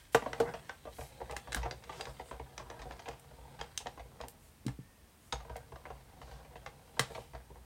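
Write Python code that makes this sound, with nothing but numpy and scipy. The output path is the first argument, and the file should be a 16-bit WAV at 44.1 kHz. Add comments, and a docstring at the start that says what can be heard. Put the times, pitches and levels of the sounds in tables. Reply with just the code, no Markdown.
"""Two hollow clunks: plastic plates butt against the rollers of a hand-cranked die-cutting machine.
They are cranked through: gear teeth knock in the hollow housing, the rollers grind, and the squeezed
plates, die and paper crack and rub, with one faint squeal in a lull. The machine bumps and rocks,
and the craft table rumbles under the turning hand. Heard from just above, in a small room with a
steady hiss."""
import sys
import numpy as np
from scipy import signal
from scipy.fft import rfft, irfft
from scipy.io import wavfile

SR = 44100
rng = np.random.default_rng(int(sys.argv[2]) if len(sys.argv) > 2 else 0)


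def unload_audio(sound):
    """Save the sound as a 16-bit wav file, at the path given as the first command line argument."""
    columns = np.transpose(np.atleast_2d(sound))
    # keep every value between -1 and 1, then stretch to whole-number steps
    steps = np.round(np.clip(columns, -1, 1) * 32767)
    wavfile.write(sys.argv[1], SR, steps.astype(np.int16))


N = 337365
HIT_S, ATTACK_S = .4, .025
HIT_N = int(HIT_S * SR)
AGE_S, CLOCK_S = np.arange(HIT_N) / SR, np.arange(N) / SR
SCATTER_DB = 2.5
ROCK_HZ, ROCK_T60_S = 58.8, .34  # machine rocking on the table
BOARD_HZ, BOARD_T60_S = 128.3, .099  # table top

# Table levels are relative; the functions add gains. *_EDGES_HZ are band edges.
# loud gear knocks: t/s, level/dB, tilt/(dB/octave), rocking/dB
KNOCKS = [(0.222, -45.5, -2, -69), (0.26, -41, -4, -64), (0.49, -54.5, 0.5, -67), (0.538, -45.5, 0.5, -62),
          (0.853, -53.5, -3.5, -59), (0.869, -52.5, -6, -58), (0.984, -50, -4, -45.5),
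          (1.01, -52, 0.5, -45), (1.203, -53, -5, -68), (1.215, -48.5, -4.5, -51), (1.296, -48.5, -2, -49),
          (1.322, -47, -3, -59), (1.473, -52.5, 0, -51), (1.566, -47.5, 3.5, -43.5), (1.631, -45, 1, -42.5),
          (1.655, -42.5, -2.5, -47), (1.724, -59, -8, -50), (1.894, -47.5, 0.5, -57),
          (1.925, -54.5, 2.5, -62), (1.996, -50.5, -2.5, -61), (2.069, -50, -3, -47.5),
          (2.196, -47.5, -1.5, -56), (2.311, -47.5, -1.5, -53), (2.33, -59, 0.5, -56),
          (2.396, -49, -3, -48), (2.596, -50.5, -0.5, -57), (2.711, -54, -1.5, -61), (2.792, -56, 2.5, -48),
          (2.817, -56, 5, -61), (2.855, -57, -10, -52), (2.92, -61.5, 5.5, -54.5), (2.993, -55.5, 4, -72),
          (3.058, -52, 1.5, -61), (3.079, -47, -1.5, -50.5), (3.112, -57.5, 2.5, -60), (3.31, -62, -1, -55),
          (3.385, -66, -6, -55), (3.59, -53, 2, -48.5), (3.802, -56, 0.5, -66), (3.858, -46.5, -3, -58),
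          (3.975, -54.5, -2.5, -55), (3.995, -53.5, 1, -52), (4.203, -49, -3, -50.5),
          (4.235, -50, -2.5, -57), (5.326, -41.5, 0, -56), (5.402, -58.5, 2.5, -55),
          (5.449, -58.5, -2.5, -68), (5.496, -50.5, -2, -45), (5.557, -49, -1.5, -60),
          (5.72, -55, -3.5, -50), (5.758, -55.5, 1, -61), (5.86, -54.5, -2.5, -58),
          (5.902, -50, -2.5, -50.5), (6.215, -56.5, 2.5, -51), (6.313, -58.5, 2, -49.5),
          (6.448, -63, 1, -68), (6.556, -53.5, 0.5, -58), (6.661, -52, 0.5, -62), (6.967, -54, -1, -66),
          (7.104, -56, -7, -74), (7.149, -48.5, 2.5, -56), (7.178, -50.5, -6, -61), (7.334, -56, -1, -48),
          (7.349, -52, 0, -70), (7.502, -62, -7.5, -52), (7.557, -60.5, -3.5, -58)]
KNOCK_EDGES_HZ = [210, 600, 1150, 2800, 7000]
KNOCK_BAND_DB = [-4.5, .93, -6.5, -14.5]
# crank load, as roller grinding: t/s, level/dB
CRANK_LOAD = [(0, -77), (.15, -79), (.3, -56.5), (.48, -39), (.62, -63), (.81, -73), (1.17, -60),
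              (1.32, -54.5), (1.44, -62), (1.68, -55), (1.84, -65), (1.98, -50), (2.28, -65.5),
              (2.85, -54.5), (3.2, -66.5), (3.6, -58), (3.75, -69), (4.26, -63), (4.56, -79.5), (5.2, -90),
              (5.5, -61), (6.02, -66), (6.3, -59), (6.85, -64.5), (7.12, -55), (7.28, -69), (7.65, -71)]
# plates meeting the rollers: t/s, then level/dB per band
PLATE_HITS = [(0.1459, -26.5, -27, -30.5, -40.5, -44), (0.4006, -27.5, -36, -44, -49.5, -55)]
PLATE_EDGES_HZ = [200, 560, 1150, 2800, 7000, 16000]
# stack cracking: t/s, level/dB, tilt/(dB/octave), treble edge/Hz, note/Hz, note t60/s
CRACKS = [(0.331, -47.5, -3, 7000, 1970, 0.047), (0.694, -49.5, -3.5, 5000, 1533, .12),
          (1.31, -56, 0, 10000, 1740, .015), (1.365, -48.5, -.7, 10000, 1720, .012),
          (1.5205, -51, 0.5, 8000, 1766, 0.064), (1.528, -50, 1.5, 8000, 1630, .02),
          (1.546, -43.5, 0.5, 11500, 1650, 0.069), (1.7101, -48, 0, 4260, 4700, 0.062),
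          (1.838, -60.5, -1, 6000, 2030, .012), (2.009, -48.5, -1, 8000, 4820, 0.061),
          (2.054, -55, 0.5, 5000, 2120, 0.016), (2.5787, -51, -1, 6260, 5960, 0.039),
          (2.7, -54, -4, 6000, 6000, 0.046), (2.909, -55.5, -6, 5000, 1730, 0.0091),
          (3.085, -51.5, -4, 11000, 3180, 0.01), (3.196, -77, 3.5, 15000, 8410, .012),
          (3.612, -47.5, -3, 6500, 3220, 0.049), (3.776, -51.5, 7, 6900, 6220, 0.033),
          (3.869, -49.5, -1.5, 4860, 3240, 0.0091), (4.212, -57, 0, 6030, 4980, .012),
          (4.283, -64.5, 3.5, 15000, 8410, 0.0098), (4.665, -61, 3.5, 9000, 3870, 0.0079),
          (4.681, -54, -3, 10000, 1750, 0.056), (5.3242, -47.5, 2.5, 4800, 3670, 0.04),
          (5.327, -57.5, 4, 7000, 6480, 0.089), (5.565, -64.5, 1.5, 15000, 1571, 0.014),
          (5.854, -53, -3, 2580, 2200, 0.021), (6.662, -52.5, -2.5, 6000, 2070, 0.019),
          (6.9938, -34.5, -0.7, 9300, 1974, .04), (6.995, -42.5, 3.5, 4500, 3120, 0.032),
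          (6.9953, -42.5, -1, 12000, 1600, .11)]
CRACK_EDGES_HZ = [300, 1150, 2800, 7000, 10000, 16000]
CRACK_BAND_DB = [-.67, -.44, .38, -.74, -.5]
# plates rubbing on the bed: t/s, level/dB
BED_RUB = [(0, -59.5), (.12, -68.5), (.42, -57), (.81, -65), (1.02, -61.5), (1.4, -62.5), (1.68, -65),
           (1.8, -64), (2.08, -57), (2.45, -68), (2.9, -64), (3.25, -69), (3.65, -64.5), (4.26, -73),
           (4.6, -82), (5.2, -82), (5.45, -74), (6.0, -70), (6.8, -71), (7.12, -57.5), (7.45, -78),
           (7.65, -85)]
# friction swells, the stack jerking forward or a hand sliding on a plate: t/s, length/s, low/Hz, high/Hz,
# level/dB
SHOVES = [(0.115, 0.039, 2000, 14000, -53.5), (0.869, 0.29, 4800, 13100, -58.5),
          (1.537, 0.049, 1500, 14000, -58), (1.878, 0.21, 1500, 6700, -58.5),
          (2.227, 0.12, 7260, 9300, -63), (4.28, 0.055, 9000, 15500, -64), (4.35, .22, 6000, 13000, -68.5),
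          (5.144, .25, 6000, 12000, -69.5), (6.155, 0.32, 1480, 5900, -65.5),
          (7.042, 0.26, 2000, 10900, -65)]
# rollers squealing: t/s, f/Hz, level/dB
SQUEAL = [(4.8, 1790, -78), (4.84, 1800, -71), (4.96, 1870, -78), (5.03, 1780, -74), (5.1, 1780, -85)]
# machine bumping the table: t/s, rocking/dB, table top/dB, thud/dB
THUMPS = [(0.145, -56, -41.5, -67), (0.401, -70, -49, -63), (1.56, -38.5, -65, -49),
          (4.652, -73, -72, -56.5), (4.663, -55, -40, -39), (4.68, -59, -42.5, -47),
          (4.789, -70, -50.5, -50.5), (5.328, -47, -52, -75), (6.999, -63, -39.5, -48)]
# modes: f/Hz, level/dB, t60/s
HOUSING_MODES = [(249.6, -7, 0.05), (369, -7.5, 0.099), (474.5, 1, 0.097), (555.5, -7.5, 0.13),
                 (646.6, -5, 0.08), (735, -1, 0.068), (804.5, -3, 0.11), (940, 6, 0.023),
                 (1160, -27.5, 0.11), (1303, -9.5, 0.041), (1448, -18.5, 0.054), (1613, 0.5, 0.033),
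                 (1730, 5, 0.0063), (1940, 12, 0.0057), (2006, -4.5, 0.019), (2440, -13, 0.027),
                 (3196, -6, 0.049), (3890, -2.5, 0.015), (4670, -11, 0.083), (5030, -24, 0.033),
                 (5456, -34, 0.038), (5880, -35.5, 0.01), (8560, 3, 0.041)]  # housing shaken by its gears
CLUNK_MODES = [(266, -26, 0.01), (463, -3, 0.1), (667, -4.5, 0.069), (730, -2.5, 0.044), (856, -6, 0.046),
               (896, -22, 0.11), (1185, -15, 0.1), (1390, -4.5, 0.028), (1536, -0.5, 0.032),
               (1740, -13, 0.051), (1935, -14.5, 0.099), (2164, -16, .06), (2850, -30, 0.052),
               (3720, -17, 0.043)]  # housing struck through the plates
SHEET_MODES = [(1350, -17.5, 0.33), (1590, 7.5, 0.016), (1745, 7, 0.03), (2098, 4.5, 0.038),
               (3092, -2.5, 0.017), (3910, 1, 0.027), (4900, 2.5, 0.015), (5670, 5, 0.0097),
               (6100, -38, 0.007), (7760, -10.5, 0.025), (8480, 6.5, 0.024), (9100, -1, 0.02)]  # stiff cutting plates
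FEET_MODES = [(183, 3, 0.25), (258, 21, 0.028), (283, 1.5, 0.15), (375, 2, 0.045), (440, -7.5, 0.15)]  # feet on the mat
# room noise and hiss: f/Hz, spectral density/dB
AIR_SPECTRUM = [(25, 2), (45, 3), (85, 5), (125, -7.5), (230, -5.5), (330, -12), (1000, -15), (1400, -18.5),
                (2200, -20), (4000, -23.5), (7700, -26.5), (8500, -22), (10000, -25.5), (16000, -28)]


def gear_knocks(chatter_db=-7, crunch_db=-9, tick_db=-9, pivot_hz=830):
    """A tooth takes up its slack, chatters, crunches on and rings the housing."""
    out = np.zeros(N)
    octaves = np.log2(centres_hz(KNOCK_EDGES_HZ) / pivot_hz)
    for t_s, db, tilt_db_oct in teeth():
        chatter = undb(chatter_db) * crackle(.062, per_s=1500)
        crunch = undb(crunch_db + tilt_db_oct) * crackle(.27, per_s=160)  # brighter is grittier
        force = chatter + crunch
        force[0] += .9  # first impact
        body = unit(signal.fftconvolve(force, housing())[:HIT_N])
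        tick = undb(tick_db) * unit(soften(force, 2500))
        levels_db = db + tilt_db_oct * octaves + KNOCK_BAND_DB
        add(out, t_s, colour(body + tick, KNOCK_EDGES_HZ, levels_db))
    return out


def teeth(per_s=8, over_load_db=-7):
    """Loud knocks, plus quiet teeth meshing unevenly between them as hard as the crank is loaded."""
    load_db, = curves(CRANK_LOAD)
    loud = np.array(KNOCKS)[:, :3]
    quiet = []
    for k, (late, strength, tilt_db_oct) in enumerate(rng.standard_normal((100, 3))):
        t_s = (k + 1 + late / 4) / per_s
        if t_s < CLOCK_S[-1] and np.abs(loud[:, 0] - t_s).min() > .5 / per_s:
            db = load_db[int(t_s * SR)] + over_load_db + SCATTER_DB * strength
            quiet.append((t_s, db, tilt_db_oct))
    return list(loud) + quiet


def housing(dense_db=-3):
    """Tap response of the housing: clear modes among dense, quickly damped ones."""
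    dense = band(burst(.046), 830, 6700, order=1)
    return unit(ring(HOUSING_MODES)) + undb(dense_db) * unit(dense)


def plate_hits(clatter_db=-3, tail_db=-25):
    """The stack meets the rollers: a hollow clunk with a short plastic clatter."""
    out = np.zeros(N)
    clunk = sum((-1) ** k * undb(db) * sine(hz) * fade(t60_s)
                for k, (hz, db, t60_s) in enumerate(CLUNK_MODES))
    for t_s, *levels_db in PLATE_HITS:
        clatter = soften(burst(.076) + undb(tail_db) * burst(.71), 1100)
        hit = unit(clunk) + undb(clatter_db) * unit(clatter)
        add(out, t_s, colour(hit, PLATE_EDGES_HZ, levels_db))
    return out


def cracks(gain_db=-2, tail_db=-28, fibre_db=-12, sheet_db=-2, shell_db=-9, focus_db=3, focus_oct=.5):
    """Stressed plastic lets go: a dry snap, tearing paper fibres, a brief ring of plate and housing."""
    out = np.zeros(N)
    hz = centres_hz(CRACK_EDGES_HZ)
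    for t_s, db, tilt_db_oct, edge_hz, note_hz, _ in CRACKS:
        snap = soften(burst(.011) * (1 - fade(.016)), 5000)
        tail = undb(tail_db) * soften(burst(.23), 2500)
        fibres = undb(fibre_db) * crackle(.1, per_s=700)
        shell = undb(shell_db) * unit(band(housing(), 414, 990))
        sheet = undb(sheet_db) * unit(ring(SHEET_MODES))
        hit = unit(snap + tail + fibres) + sheet + shell
        near_note_db = focus_db * np.exp(-(np.log2(hz / note_hz) / focus_oct) ** 2)
        levels_db = db + crack_shape_db(hz, tilt_db_oct, edge_hz) + near_note_db + CRACK_BAND_DB
        add(out, t_s, colour(hit, CRACK_EDGES_HZ, levels_db))
    return undb(gain_db) * out


def crack_notes(gain_db=8, split=.016, twin_db=-6):
    """A note sings on, set by where the stack gives way; the two plates ring slightly apart."""
    out = np.zeros(N)
    for t_s, db, tilt_db_oct, edge_hz, hz, t60_s in CRACKS:
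        twin_hz = hz * (1 + split * rng.standard_normal())
        pair = sine(hz) + undb(twin_db) * sine(twin_hz)
        note_db = db + crack_shape_db(hz, tilt_db_oct, edge_hz) + gain_db
        add(out, t_s, pair * fade(t60_s) * undb(note_db))
    return out


def crack_shape_db(hz, tilt_db_oct, edge_hz, pivot_hz=1740):
    """Crack spectrum: a quicker release is brighter, with a higher treble edge."""
    return tilt_db_oct * np.log2(hz / pivot_hz) - 10 * np.log10(1 + (hz / edge_hz) ** 8.6)


def sliding(direct_db=-8, plate_db=-2, brush_db=-9, uneven_db=2):
    """Dense tiny slips: rollers grind in the housing, plates rub along the bed, surfaces brush."""
    load_db, rub_db = curves(CRANK_LOAD) + curves(BED_RUB)
    grip = undb(uneven_db * noise(N, 3.2, 41))  # catch and release bunches the slips
    slips = grains(per_s=2000, spread_db=1.5) * grip
    body = np.zeros(N)
    for stretch in np.array_split(np.arange(N), 50):  # each stretch of bed rings differently
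        add(body, CLOCK_S[stretch[0]], signal.fftconvolve(slips[stretch], housing()))
    body = unit(body) + undb(direct_db) * unit(slips)
    rollers = unit(band(body, 121, 1630, order=3)) * undb(load_db)
    plates = unit(band(body, 1660, 4700)) * undb(rub_db + plate_db)
    fine = grains(per_s=12000, spread_db=0)
    brush = band(fine, 4000, 18000) + 3.5 * band(fine, 7800, 9000, order=1)
    return rollers + plates + unit(brush) * undb(rub_db + brush_db)


def shoves():
    """Fine friction swells as the stack jerks forward or a hand slides along a plate."""
    out = np.zeros(N)
    for t_s, length_s, lo_hz, hi_hz, db in SHOVES:
        swell = np.sin(np.pi * np.minimum(AGE_S / length_s, 1)) ** 2
        add(out, t_s, undb(db) * swell * noise(HIT_N, lo_hz, hi_hz))
    return out


def squeal(waver_hz=22):
    """The rollers squeal faintly on one unsteady pitch."""
    hz, db = curves(SQUEAL)
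    hz = hz + waver_hz * noise(N, 8, 120)
    gate = (CLOCK_S > SQUEAL[0][0]) & (CLOCK_S < SQUEAL[-1][0])
    return np.sin(2 * np.pi * np.cumsum(hz) / SR) * undb(db) * gate


def thumps(gain_db=2):
    """The machine drops on its feet: a dull thud at once, rocking and table top building later."""
    out = np.zeros(N)
    for t_s, rock_db, board_db, thud_db in THUMPS:
        rock = sine(ROCK_HZ) * fade(ROCK_T60_S) * (1 - fade(.11))
        board = sine(BOARD_HZ) * fade(BOARD_T60_S) * (1 - fade(.066))
        thud = band(ring(FEET_MODES), 88, 570)
        add(out, t_s, at_level(rock, rock_db) + at_level(board, board_db) + at_level(thud, thud_db))
    return undb(gain_db) * out


def sway(rock_gain_db=3, board_gain_db=-3, peak_s=.021, detune=.043):
    """Each loud knock rocks the machine and swings the table top; both swell, then die away."""
    out = np.zeros(N)
    swell = AGE_S / peak_s * np.exp(1 - AGE_S / peak_s)
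    for t_s, knock_db, _, rock_db in KNOCKS:
        board_db = (rock_db + knock_db) / 2
        for hz, db in (ROCK_HZ, rock_db + rock_gain_db), (BOARD_HZ, board_db + board_gain_db):
            swing = sine(hz * (1 + detune * rng.standard_normal()))
            add(out, t_s, undb(db) * swell * swing)
    return out


def rumble(rock_db=-67, board_db=-65, load_follow=.55):
    """Uneven crank force keeps both table resonances moving, more so under load."""
    load_db, = curves(CRANK_LOAD)
    out = np.zeros(N)
    for hz, t60_s, db in (ROCK_HZ, ROCK_T60_S, rock_db), (BOARD_HZ, BOARD_T60_S, board_db):
        shake = signal.fftconvolve(rng.standard_normal(N), sine(hz) * fade(t60_s))[:N]
        out += unit(band(shake, hz * 1.06, hz * 2.9)) * undb(db)
    return out * undb(load_follow * (load_db - load_db.mean()))


def room(x, wet_db=-11, top_db=-5):
    """Small furnished room: diffuse reflections build in milliseconds, the very top is absorbed."""
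    low = band(burst(.15), 180, 2500)
    high = band(burst(.16), 2500, 9000)
    top = undb(top_db) * band(burst(.083), 9000, 16000)
    tail = (low + high + top) * (1 - fade(.042))
    tail /= np.sqrt(2 * np.sum(tail ** 2))
    return x + undb(wet_db) * signal.fftconvolve(x, tail)[:N]


def air(level_db=-60):
    """Steady room noise and hiss."""
    hz, db = np.transpose(AIR_SPECTRUM)
    bins_hz = np.maximum(np.fft.rfftfreq(N, 1 / SR), 1)
    shape = undb(np.interp(np.log(bins_hz), np.log(hz), db))
    return unit(irfft(rfft(rng.standard_normal(N)) * shape, N)) * undb(level_db)


def ring(modes, detune=.012):
    """Damped modes; each blow lands elsewhere, reweighting and slightly shifting them."""
    hz, db, t60_s = np.transpose(modes)
    weight, shift, side = rng.standard_normal((3, len(hz)))
    poles = 2j * np.pi * hz * (1 + detune * shift) - np.log(1000) / t60_s
    gains = np.sign(side) * undb(db + SCATTER_DB * weight)
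    return gains @ np.exp(np.outer(poles, AGE_S)).imag


def colour(x, edges_hz, levels_db):
    """Hardness and place of a contact set the level of each band."""
    return sum(at_level(band(x, lo_hz, hi_hz, order=4), db)
               for lo_hz, hi_hz, db in zip(edges_hz, edges_hz[1:], levels_db))


def at_level(x, db):
    """Set the rms of a hit's first ATTACK_S."""
    return x * undb(db) / np.sqrt(np.mean(x[:int(ATTACK_S * SR)] ** 2))


def soften(x, hz):
    """Finite contact hardness: gentle low-pass."""
    return signal.sosfilt(signal.butter(1, hz, fs=SR, output="sos"), x)


def grains(per_s, spread_db):
    """Random slips, most small, a few large."""
    size = undb(spread_db * np.minimum(rng.exponential(size=N), 2 * np.pi))
    return (rng.random(N) < per_s / SR) * size * rng.standard_normal(N)


def crackle(t60_s, per_s):
    """Sparse decaying clicks."""
    return burst(t60_s) * (rng.random(HIT_N) < per_s / SR)


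def burst(t60_s):
    """Decaying noise."""
    return rng.standard_normal(HIT_N) * fade(t60_s)


def noise(n, lo_hz, hi_hz):
    """Band noise, rms 1."""
    return unit(band(rng.standard_normal(n), lo_hz, hi_hz))


def sine(hz):
    """Tone, one hit long."""
    return np.sin(2 * np.pi * hz * AGE_S)


def fade(t60_s):
    """Exponential decay, one hit long."""
    return np.exp(-np.log(1000) * AGE_S / t60_s)


def band(x, lo_hz, hi_hz, order=2):
    """Causal band-pass."""
    return signal.sosfilt(signal.butter(order, [lo_hz, hi_hz], "band", fs=SR, output="sos"), x)


def centres_hz(edges_hz):
    """Geometric band centres."""
    return np.sqrt(np.multiply(edges_hz[:-1], edges_hz[1:]))


def curves(table):
    """Columns interpolated over time."""
    t_s, *columns = np.transpose(table)
    return [np.interp(CLOCK_S, t_s, column) for column in columns]


def add(track, t_s, sound):
    """Mix in at t_s."""
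    start = max(int(t_s * SR), 0)
    track[start:start + len(sound)] += sound[:N - start]


def undb(db):
    """dB to gain."""
    return 10 ** (np.asarray(db) / 20)


def unit(x):
    """Scale to rms 1."""
    return x / np.sqrt(np.mean(x ** 2))


def scene():
    """Machine, table and room; mono."""
    machine = plate_hits() + gear_knocks() + cracks() + crack_notes() + shoves() + squeal()
    return (room(machine) + thumps() + sway() + rumble() + sliding() + air())[None]


def record(dry):
    """Thin the deepest bass, cut the top."""
    low_hz, top_hz = 38, 15900
    thinned = signal.sosfilt(signal.butter(3, low_hz, "high", fs=SR, output="sos"), dry)
    return signal.sosfilt(signal.ellip(10, .2, 70, top_hz, fs=SR, output="sos"), thinned)


dry = scene()
out = record(dry)
unload_audio(out)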